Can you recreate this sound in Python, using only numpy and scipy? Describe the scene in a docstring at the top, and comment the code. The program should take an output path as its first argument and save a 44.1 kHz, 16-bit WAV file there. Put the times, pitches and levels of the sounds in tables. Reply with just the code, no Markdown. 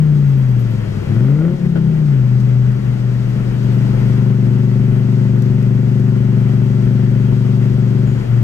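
"""Inside a five-cylinder car with a loud exhaust, on a highway at night.
The revs sink, are blipped for a downshift and burble on the overrun; then the engine pulls steadily,
throbbing as one cylinder blows harder. Tyres and wind wash around the cabin; the road thumps and the
trim ticks now and then, with a faint whine, high scratches and one ping.
Automatic gain control lifts the road noise whenever the exhaust eases."""
import sys
import numpy as np
from scipy import signal
from scipy.fft import rfft, irfft
from scipy.io import wavfile
from scipy.ndimage import uniform_filter1d

SR = 44100
rng = np.random.default_rng(int(sys.argv[2]) if len(sys.argv) > 2 else 0)


def to_wav(s):
    """Save 16-bit WAV."""
    ch = np.atleast_2d(s).T  # columns
    pcm = np.round(np.clip(ch, -1, 1) * 32767)  # PCM
    wavfile.write(sys.argv[1], SR, pcm.astype(np.int16))


N = 371763
T = np.arange(N) / SR
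HZ = np.fft.rfftfreq(N, 1 / SR)

# per cylinder, in firing order: (extra blow strength [ratio])
CYLINDER_EXTRA = [1.0, 0.0, 0.0, 0.0, 0.0]
# engine speed: (time [s], firing rate [Hz])
FIRING_RATE = [(0.0, 155.07), (0.55, 123.41), (1.07, 96.29), (1.55, 183.62), (1.64, 173.13), (2.03, 152.47),
               (2.22, 125.39), (2.7, 125.33), (3.2, 122.85), (4.1, 121.41), (6.0, 120.76), (8.15, 119.98),
               (8.43, 118.45)]


def amp(db):
    """Decibels to gain."""
    return 10 ** (np.asarray(db) / 20)


def unit_rms(x):
    """Scale to rms 1."""
    return x / np.sqrt(np.mean(x ** 2) + 1e-20)


def curve(rows):
    """A (time, value) table at every sample."""
    return np.interp(T, *np.transpose(rows))


def per_bin(rows, column=1):
    """A column of a frequency table at every bin."""
    table = np.transpose(rows)
    return np.interp(np.log(HZ + 1), np.log(table[0] + 1), table[column])


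def wander(rate_hz):
    """Random curve, rms 1."""
    knots = rng.standard_normal(2000)
    return unit_rms(np.interp(T * rate_hz, np.arange(len(knots)), knots))


def pipe_response(low_cut_hz=116):
    """Complex response of exhaust pipe and cabin; falls steeply under the lowest resonance."""
    # (centre [Hz], width [Hz], level [dB])
    resonances = [(138.05, 26.8, 3.5), (200.5, 33.3, -1.5), (262, 88, -26), (323, 24, -19),
                  (378.5, 30.7, -14), (510.5, 42, -27), (637.4, 25, -31.5), (737, 41, -43.5),
                  (882, 65, -39), (1040, 180, -44.5)]
    power = sum((amp(db) / (1 + (2 * (HZ - hz) / width) ** 2)) ** 2 for hz, width, db in resonances)
    power = power / (1 + (low_cut_hz / (HZ + 1)) ** 8) + 1e-9
    cepstrum = irfft(np.log(power) / 2, N)
    minimum_phase = np.exp(rfft(2 * cepstrum * (np.arange(N) < N // 2)) - cepstrum[0])
    # the flexing body shell passes sound on late, most around the boom
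    shell_lag_rad = 1 + 1.2 / (1 + ((HZ - 138) / 22) ** 2)
    return minimum_phase * np.exp(-1j * shell_lag_rad)


def drone(firings, pipe, boom_db, overtone_db, rasp_db, waver_db=0.47, lag_rad=0.069, shake_turns=0.014):
    """Even part of the firing: a booming fundamental, and overtones that roughen under hard throttle."""
    # cabin boom at middle revs: (firing rate [Hz], level [dB])
    cabin_boom = [(95, -25), (100, -16), (110, -14), (120, -10), (140, -7.5), (160, -9.5), (172, -11.5),
                  (184, -19.5)]
    rate_hz = curve(FIRING_RATE)
    pipe_rad = np.unwrap(np.angle(pipe))

    def partial(order, turns):
        shift_rad = np.interp(order * np.median(rate_hz), HZ, pipe_rad)
        return np.sqrt(2) * np.cos(2 * np.pi * order * turns + shift_rad)

    shaken = firings + shake_turns * amp(rasp_db - rasp_db.max()) * wander(130)
    levels = [amp(db + waver_db * wander(10)) for db in (0.5, -6.5, -19.5, -24.5, -27.5)]
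    overtones = sum(level * partial(order, shaken) for order, level in enumerate(levels, 2))
    boom = partial(1, firings - lag_rad / (2 * np.pi))
    cabin_db = np.interp(rate_hz, *np.transpose(cabin_boom))
    return amp(boom_db + cabin_db) * boom + amp(overtone_db) * overtones


def uneven_blows(firings, pipe, throb_db, burble_db):
    """Unequal firings ring the pipe: the cylinder pattern throbs, random scatter burbles."""
    count = np.floor(firings).astype(int)
    pulses = np.diff(count, prepend=count[0])
    pattern = (np.array(CYLINDER_EXTRA) - np.mean(CYLINDER_EXTRA))[count % len(CYLINDER_EXTRA)]
    scatter = rng.standard_normal(2000)[count]
    throb = unit_rms(irfft(rfft(pulses * pattern) * pipe, N))
    burble = unit_rms(irfft(rfft(pulses * scatter) * pipe, N))
    return amp(throb_db) * throb + amp(burble_db) * burble


def rasp(firings, rasp_db, edge_ratio, puff_turns=0.47, hard_extra=1.1):
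    """Each blow is a sharp edge and a dying puff of turbulent gas."""
    # (frequency [Hz], gain [dB])
    colour = [(130, -24.5), (240, 5), (330, 2), (430, -1), (520, 1.5), (750, -12), (1100, -18.5),
              (1450, -10), (1700, -29), (1950, -18.5), (2700, -35.5), (5000, -52.5)]
    count = np.floor(firings).astype(int)
    strength = 1 + hard_extra * np.array(CYLINDER_EXTRA)[count % len(CYLINDER_EXTRA)]
    puffs = unit_rms(np.exp(-(firings % 1) / puff_turns) * rng.standard_normal(N))
    edges = unit_rms(np.diff(count, prepend=count[0]))
    blows = strength * (puffs + edge_ratio * edges) / np.hypot(1, edge_ratio)
    return amp(rasp_db) * unit_rms(irfft(rfft(blows) * amp(per_bin(colour)), N))


def exhaust(left_db=2.5, right_db=-3.0, start_turns=1.29):
    """Exhaust note: engine speed sets the pitch, load the voice."""
    # below 0 the wheels drive the engine, 1 is wide open: (time [s], load [ratio])
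    engine_load = [(0, -0.17), (.6, -0.13), (1.05, -0.043), (1.16, 0.73), (1.25, 0.78), (1.47, 1),
                   (1.58, -0.044), (1.66, -0.23), (2.05, -0.25), (2.7, -0.19), (3.05, -0.1), (3.52, -0.025),
                   (3.65, 0.19), (4.05, 0.17), (4.35, 0.33), (8.12, 0.26), (8.23, 0.071), (8.32, -0.16)]
    # braking, coasting, slack, cruising, wide open:
    # (load [ratio], boom [dB], overtones [dB], throb [dB], burble [dB], rasp [dB], edge/puff [ratio])
    voices = [(-.3, 1, -31.5, -17, -20.5, -39, 1), (-.17, 2.5, -32.5, -19, -26, -43, 0.92),
              (0, -8, -36, -24.5, -26.5, -50.5, 1.1), (.3, 0, -24, -13, -31, -40.5, 3),
              (1, 1.5, -19, -19.5, -16.5, -22, .9)]
    firings = start_turns + np.cumsum(curve(FIRING_RATE)) / SR  # one turn per firing
    load = curve(engine_load)
    loads, *columns = np.transpose(voices)
    voice = [np.interp(load, loads, column) for column in columns]
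    boom_db, overtone_db, throb_db, burble_db, rasp_db, edge_ratio = voice
    pipe = pipe_response()
    dip_db, rise_db = stumbles()
    note = drone(firings, pipe, boom_db - dip_db, overtone_db, rasp_db)
    note += uneven_blows(firings, pipe, throb_db + rise_db, burble_db)
    note += rasp(firings, rasp_db, edge_ratio)
    # standing waves in the cabin turn the phase on the right
    right = (signal.hilbert(note) * np.exp(-.38j)).real
    return np.array([amp(left_db) * note, amp(right_db) * right])


def cabin_noise(colour):
    """Diffuse noise at two microphone ports: partly coherent, louder on the left."""
    # (frequency [Hz], left over right [dB], coherence [0-1], left lead [rad])
    ports = [(30.2, 2.5, 0.87, .55), (103, 3, 1, .4), (200, 12, 1, 1), (400, 13.5, 0.7, 3.1),
             (730, 2, 0.4, 1.17), (1320, 5.5, .35, 1.1), (2000, 5.5, 0.6, 2.05), (2900, 7, 0.4, 2),
             (4170, 3, .5, 3), (5240, 2, 0.4, 4.56), (7000, 2.5, 0.5, 7), (10000, 1, 0.7, 7.1),
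             (15000, 0.5, 0.3, 7.3)]
    common, separate = rfft(rng.standard_normal((2, N))) * amp(per_bin(colour))
    tilt = amp(per_bin(ports, column=1) / 2)
    coherence = np.clip(per_bin(ports, column=2), 0, 1)
    right = coherence * common + np.sqrt(1 - coherence ** 2) * separate
    right *= np.exp(-1j * per_bin(ports, column=3))
    pair = irfft(np.array([common * tilt, right / tilt]), N)
    return pair / np.std(pair.mean(0))


def tyres(level_db=-25.5, rough_db=0.67):
    """Tyres roar on uneven asphalt."""
    # (frequency [Hz], relative density [dB])
    roar = [(12, -10), (30, 4), (48, -2), (80, -0.5), (200, -6), (300, -8), (480, -11.5), (750, -19.5),
            (1150, -23), (1400, -20), (1650, -24), (1950, -22), (2200, -26), (3350, -31.5), (3600, -49)]
    return amp(level_db + rough_db * wander(22)) * cabin_noise(roar)


def wind(level_db=-50.5, gust_db=0.8):
    """Wind hisses at the window seals."""
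    # (frequency [Hz], relative density [dB])
    hiss = [(2500, -15), (3600, 4), (4500, 3.5), (5600, 0), (7000, -4), (9000, -9.5), (12000, -28.5),
            (14500, -38), (15700, -20)]
    return amp(level_db + gust_db * wander(30)) * cabin_noise(hiss)


def thin_tone(hz, spread_hz):
    """Sine of wavering pitch, rms 1."""
    return np.sqrt(2) * np.sin(2 * np.pi * np.cumsum(hz + spread_hz * wander(90)) / SR)


def whine(fade_s=.1):
    """A faint whine comes and goes, mostly on the left."""
    # (start [s], length [s], level before panning [dB])
    spells = [(0, 2, -59.5), (3.549, .2, -57), (6.3, 2.2, -60)]
    level = sum(amp(db) * np.clip(np.minimum(T - start_s, start_s + length_s - T) / fade_s, 0, 1)
                for start_s, length_s, db in spells)
    return level * thin_tone(hz=3232, spread_hz=22) * np.array([[1.5], [.5]])


def bursts(rows, colour, rise_s):
    """Short dying bursts of cabin noise."""
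    level = np.zeros(N)
    for start_s, db, decay_s in rows:
        age_s = np.maximum(T - start_s, 0)
        level += amp(db) * (1 - np.exp(-age_s / rise_s)) * np.exp(-np.minimum(age_s / decay_s, 30))
    return level * cabin_noise(colour)


def scratches(decay_s=.03):
    """Faint high scratches in two runs."""
    # (time [s], level [dB])
    strokes = [(.17, -53), (.272, -49.5), (.372, -48), (.482, -51), (.589, -47), (.702, -50), (3.29, -54),
               (3.63, -56), (3.73, -53)]
    # (frequency [Hz], gain [dB])
    colour = [(8000, -38.5), (11000, -4.5), (15000, -8)]
    return bursts([(start_s, db, decay_s) for start_s, db in strokes], colour, rise_s=.004)


def stumbles():
    """Overrun stumbles: boom dip and throb rise over time, both in dB."""
    # (centre [s], half length [s], boom dip [dB], throb rise [dB])
    events = [(1.84, 0.13, 1.5, 4.5), (2.796, 0.058, 8.5, 2), (2.98, 0.047, 4.5, 1), (3.386, 0.047, 0, 10),
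              (8.245, .03, 0.5, 3)]
    centre_s, half_s, dip_db, rise_db = np.transpose(events)
    swell = np.exp(-((T[:, None] - centre_s) / half_s) ** 2)
    return swell @ dip_db, swell @ rise_db


def road_bumps():
    """Bumps in the road thump through the cabin."""
    # (time [s], level [dB], decay [s])
    thumps = [(1.755, -14, 0.024), (2.715, -29, 0.016), (6.155, -24, 0.017), (8.072, -20.5, 0.016)]
    # (frequency [Hz], gain [dB])
    colour = [(80, -10.5), (300, 9), (520, 0), (800, -11), (1100, -17), (1450, -5), (2000, -20),
              (3000, -22.5), (4500, -33), (9000, -46)]
    return bursts(thumps, colour, rise_s=.0022)


def trim_ticks():
    """The trim gives short, bright ticks."""
    # (time [s], level [dB], decay [s])
    ticks = [(2.4, -43, 0.014), (2.718, -46.5, .006), (5.422, -30, .0015), (5.627, -37, .002),
             (5.998, -42, .004)]
    # (frequency [Hz], gain [dB])
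    colour = [(1500, -23), (4500, 2), (9000, -8), (15000, -9.5)]
    return bursts(ticks, colour, rise_s=.0004)


def ping(start_s=8.07, level_db=-52, decay_s=.12):
    """One small metallic ping."""
    envelope = (T > start_s) * np.exp(-abs(T - start_s) / decay_s)
    return amp(level_db) * envelope * thin_tone(hz=6940, spread_hz=45)


def scene():
    """Exhaust, tyres, wind and small cabin noises, in stereo."""
    small_noises = scratches() + road_bumps() + trim_ticks()
    return exhaust() + tyres() + wind() + whine() + ping() + small_noises


def record(dry, threshold_db=-7.0, recover_db_per_s=3.2, cutoff_hz=15700):
    """Gain control ducks fast under the boom and recovers slowly, so lulls swell; then a low-pass."""
    left_power = uniform_filter1d(uniform_filter1d(dry[0] ** 2, size=360), size=300)
    over_db = np.maximum(10 * np.log10(abs(left_power) + 1e-12) - threshold_db, 0)
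    recovery_db = recover_db_per_s * T
    duck_db = np.maximum.accumulate(over_db + recovery_db) - recovery_db
    ducked = dry / amp(uniform_filter1d(duck_db, size=400))
    low_pass = signal.firwin(511, cutoff_hz, window=("kaiser", 9), fs=SR)
    return signal.oaconvolve(ducked, low_pass[None], "same")


dry = scene()
out = record(dry)
to_wav(out)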